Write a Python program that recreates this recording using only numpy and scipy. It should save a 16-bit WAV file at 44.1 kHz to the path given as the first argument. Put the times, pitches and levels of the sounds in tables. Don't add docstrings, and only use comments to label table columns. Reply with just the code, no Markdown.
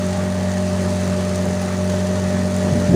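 import sys
import numpy as np
from scipy import signal
from scipy.fft import rfft, irfft, next_fast_len
from scipy.io import wavfile
from scipy.ndimage import uniform_filter1d, map_coordinates

SR = 44100
rng = np.random.default_rng(int(sys.argv[2]) if len(sys.argv) > 2 else 0)


def dump(signal):
    limited = np.clip(np.atleast_2d(signal).T, -1, 1)
    pcm = np.round(limited * 32767).astype(np.int16)
    wavfile.write(sys.argv[1], SR, pcm)


N = 130095

# f/Hz, relative level/dB
FOAM_COLOUR = [(300, -8.5), (1000, -4), (2200, -4.5), (3400, -6.5), (4500, -6.5), (6400, -11), (8100, -10),
               (9200, -19), (11000, -33), (13700, -33), (15000, -30)]
# t/s, level/dB
CLOSE_DROPS = [(.068, -22), (1.0664, -28), (1.4553, -20), (1.845, -31), (2.565, -16), (2.634, -24),
               (2.733, -26), (2.9305, -28)]
# f/Hz, gain/dB
CLOSE_DROP_COLOUR = [(2000, -25), (5500, -9), (6800, 2), (8200, -1), (9500, 0), (11500, -11), (13500, -17),
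                     (15200, -8)]
# t/s, level/dB, f/Hz, length/s
HULL_SLAPS = [(2.731, -5, 150, 0.0083), (2.7645, -12, 190, .006), (2.786, -18, 140, 0.011),
              (2.808, -19, 150, 0.0065), (2.8955, -7, 150, .011), (2.901, -12, 251.4, .009),
              (2.918, -12, 161, 0.016), (2.933, -21, 139, .009), (2.941, -9, 140, 0.011),
              (2.947, -7, 357, .011)]
# t/s, level/dB
CHURN_LEVEL = [(0, -68), (2.4, -47), (2.7, -38), (2.74, -24), (2.86, -33), (2.9, -25.5), (2.95, -14)]
# f/Hz, relative level/dB
CHURN_TONE = [(20, -22), (50, 0), (120, -7), (250, 1.5), (400, -0.5), (700, -14), (1500, -40), (4000, -55)]
# t/s, gain/dB
TREBLE_SWELL = [(0, 0), (.4, -1.5), (.7, .5), (1.05, .5), (1.3, -0.3), (1.8, -.5), (1.97, 0.5), (2.4, -0.2),
                (2.7, 1), (2.95, 1)]
# t/s, level/dB
LOW_RING_SWELL = [(0, -48), (.13, -36), (.23, -38.5), (.33, -47), (.46, -36), (.6, -40), (1.4, -49),
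                  (1.47, -39), (1.55, -45), (1.64, -34.5), (1.75, -46), (2.6, -47), (2.7, -41), (2.8, -59)]
HIGH_RING_SWELL = [(0, -52), (.45, -49), (.57, -40), (.68, -53), (1.65, -46), (1.78, -53), (1.95, -44),
                   (2.2, -59), (2.32, -42), (2.57, -62), (2.77, -42), (2.95, -52)]
# f/Hz, relative level/dB
COVER_COLOUR = [(300, -51), (700, -9.5), (1150, 1), (1400, -2.5), (1900, -3.5), (2300, -7.5), (3300, -13.5),
                (5000, -24), (9000, -50)]
VALVE_COLOUR = [(1200, -27), (2500, -5.5), (3400, -7), (4300, -2), (5400, -4), (6300, 1), (7200, -3),
                (8100, -8.5), (9100, -3.5), (10200, -10), (11200, -17), (13700, -23.5), (14800, -17),
                (15500, -15)]
BURBLE_COLOUR = [(20, -42), (35, -31), (50, -19), (62, -36), (80, -4), (110, -3.5), (165, 3), (215, -1.5),
                 (275, -2), (330, -12), (385, -1), (440, -9), (490, -6.5), (540, -7.5), (585, 0.5),
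                 (630, -4.5), (700, -12), (830, -10.5), (1000, -15.5), (1400, -23), (3000, -63)]
# t/s, f/Hz
CYCLE_RATE = [(0.0, 46.45), (0.52, 46.51), (0.62, 46.7), (0.69, 46.4), (1.19, 46.26), (1.27, 46.23),
              (2.03, 46.49), (2.1, 46.81), (2.32, 46.46), (2.46, 46.5), (2.52, 46.42), (2.67, 46.59),
              (2.82, 45.9), (2.95, 45.9)]
# multiple of the cycle rate, relative level/dB
BLOCK_TONES = [(26, -30.5), (28, -31), (31, -38), (33, -30), (37, -27.5), (39, -27.5), (40, -33.5),
               (41, -26.5), (43, -31.5)]
EXHAUST_TONES = [(2, -3), (3, -25), (4, 0), (7, -25), (9, -18.5), (10, -24.5), (12, -23), (13, -5.5),
                 (14, -33.5), (16, -25), (18, -29), (19, -29.5), (20, -36)]
# t/s, gain/dB
DRONE_GAIN = [(0, -23.5), (.8, -22.5), (1.5, -23), (1.68, -25), (1.76, -24.5), (1.83, -22), (2.4, -22.5),
              (2.95, -21)]
# t/s, level/dB
FIFTH_LEVEL = [(0, -34), (.6, -32), (1.15, -35), (1.24, -35), (1.32, -36), (1.55, -38), (1.73, -34.5),
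               (1.85, -39), (1.98, -40), (2.17, -41), (2.28, -31), (2.95, -27.5)]
EIGHTH_LEVEL = [(0, -35), (.27, -38.5), (.5, -50), (.6, -34), (1.1, -35.5), (1.19, -34), (1.27, -33),
                (1.38, -34), (1.6, -39), (1.67, -34), (2.3, -36), (2.95, -41.5)]


def amp(db):
    return 10 ** (np.asarray(db) / 20)


def unit(x):
    return x / np.sqrt(np.mean(x ** 2) + 1e-20)


def curve(rows):
    return np.interp(np.arange(N) / SR, *np.transpose(rows))


def wobble(rate):
    return map_coordinates(rng.standard_normal(2000), [np.arange(N) * rate / SR + 4], mode="wrap")


def filtered(x, response):
    m = next_fast_len(N + 8192)
    return irfft(rfft(x, m) * response(np.fft.rfftfreq(m, 1 / SR)), m)[:N]


def coloured(x, points):
    f, db = np.transpose(points)
    return filtered(x, lambda hz: amp(np.interp(np.log(hz + 1), np.log(f + 1), db)))


def noise(points):
    return unit(coloured(rng.standard_normal(N), points))


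def add(track, s, sound):
    part = track[max(0, round(s * SR)):][:len(sound)]
    part += sound[:len(part)]


def patchy_noise(colour, depth_db):
    bands = signal.stft(rng.standard_normal(N), nperseg=512)[2]
    swells = uniform_filter1d(rng.standard_normal(bands.shape), size=4, axis=0)
    swells = uniform_filter1d(swells, size=12, axis=1)
    uneven = signal.istft(bands * amp(depth_db * unit(swells)), nperseg=512)[1][:N]
    return unit(coloured(uneven, colour))


def engine_tones(cycles, tones, flutter, jitter):
    shake_hz = 45.18
    out = np.zeros(N)
    for multiple, db in tones:
        offset = 0.044 * rng.uniform(-1.026, 1)
        phase = 2 * np.pi * round(multiple) * (cycles + offset) + jitter * wobble(shake_hz)
        strength = amp(db) * (1 + flutter * wobble(shake_hz))
        out -= strength * np.sqrt(2) * np.cos(phase)
    return out


def side_echoes(sound, spread_s=.016, echo_db=-11.5):
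    taps = np.zeros(SR // 20)
    taps[0] = 1
    for delay, size in rng.random((8, 2)):
        taps[int(spread_s * SR * (.1 + delay))] += amp(echo_db) * (2 * size - 1)
    return signal.fftconvolve(sound, taps / np.linalg.norm(taps))[:N]


def foam():
    return amp(-41 + 1.1 * wobble(25.1)) * patchy_noise(FOAM_COLOUR, depth_db=-0.5)


def spray(drops_per_s=110, centre_hz=7000, spread_octaves=0.28, fade_s=0.0043):
    t = np.arange(SR // 50) / SR
    fade = amp(-60 * t / fade_s)
    close, fine = np.zeros(N), np.zeros(N)
    for s, db in CLOSE_DROPS:
        add(close, s, amp(db) * fade * rng.standard_normal(len(t)))
    for when, softness, pitch in rng.random((1500, 3))[:int(drops_per_s * N / SR)]:
        hz = centre_hz * 2 ** (spread_octaves * (2 * pitch - 1))
        db = -41 - 2 * np.log(max(softness, .03))
        add(fine, when * N / SR, amp(db) * fade * np.sin(2 * np.pi * hz * t))
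    return coloured(close, CLOSE_DROP_COLOUR) + fine


def hull(low_cut_hz=83):
    t = np.arange(N) / SR
    thuds = np.zeros(N)
    for s, db, hz, length in HULL_SLAPS:
        rise_and_fall = np.exp(-(2 * (t - s) / length) ** 2)
        thuds += amp(db) * rise_and_fall * np.sin(2 * np.pi * hz * (s - t))
    thuds = filtered(thuds, lambda hz: hz ** 4 / (hz ** 4 + low_cut_hz ** 4))
    return thuds + amp(curve(CHURN_LEVEL)) * noise(CHURN_TONE)


def body_ring(swell, centre_hz, width_hz):
    band = filtered(rng.standard_normal(N), lambda hz: 1 / (1 + ((hz - centre_hz) / width_hz * 1.2) ** 2))
    return amp(curve(swell)) * unit(band)


def cover():
    return amp(-38.5 + 1.3 * wobble(120)) * patchy_noise(COVER_COLOUR, depth_db=2.2)


def valves(cycles, decay_cycles=0.18, second_beat=0.58):
    accent = np.where(cycles % 1 < .5, 1, second_beat)
    beats = accent * np.exp(-(cycles % .5) / decay_cycles)
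    strength = 0.64 + beats * amp(3.4 * wobble(90))
    level = amp(-38.5 + 0.2 * wobble(25.27))
    return level * unit(strength * patchy_noise(VALVE_COLOUR, depth_db=1.0))


def engine_block(cycles, whine_multiple=12.48):
    buzz = amp(-25) * engine_tones(cycles, BLOCK_TONES, flutter=.4, jitter=.3)
    whine_phase = 2 * np.pi * whine_multiple * cycles + .8 * wobble(7.76)
    return buzz + amp(-45) * np.sqrt(2) * np.sin(whine_phase)


def exhaust(cycles):
    drone = amp(curve(DRONE_GAIN)) * engine_tones(cycles, EXHAUST_TONES, flutter=.06, jitter=.037)
    fifth = amp(curve(FIFTH_LEVEL)) * engine_tones(cycles, [(5, 0)], flutter=.1, jitter=.1)
    eighth = amp(curve(EIGHTH_LEVEL)) * engine_tones(cycles, [(8, 0)], flutter=.1, jitter=.1)
    puffs = amp(2.95 * np.cos(2 * np.pi * cycles) + 1.94 * wobble(12))
    burble = amp(-29) * unit(puffs * noise(BURBLE_COLOUR))
    return drone + fifth + eighth + burble


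def scene():
    cycles = np.cumsum(curve(CYCLE_RATE)) / SR
    motor = exhaust(cycles) + engine_block(cycles) + cover()
    motor += body_ring(LOW_RING_SWELL, centre_hz=790, width_hz=106)
    motor += body_ring(HIGH_RING_SWELL, centre_hz=1858, width_hz=200)
    treble = amp(curve(TREBLE_SWELL)) * side_echoes(valves(cycles) + foam())
    return (motor + treble + hull() + spray())[None]


def record(dry):
    top_hz = 15550
    return filtered(dry[0], lambda hz: hz < top_hz)[None]


dry = scene()
out = record(dry)
dump(out)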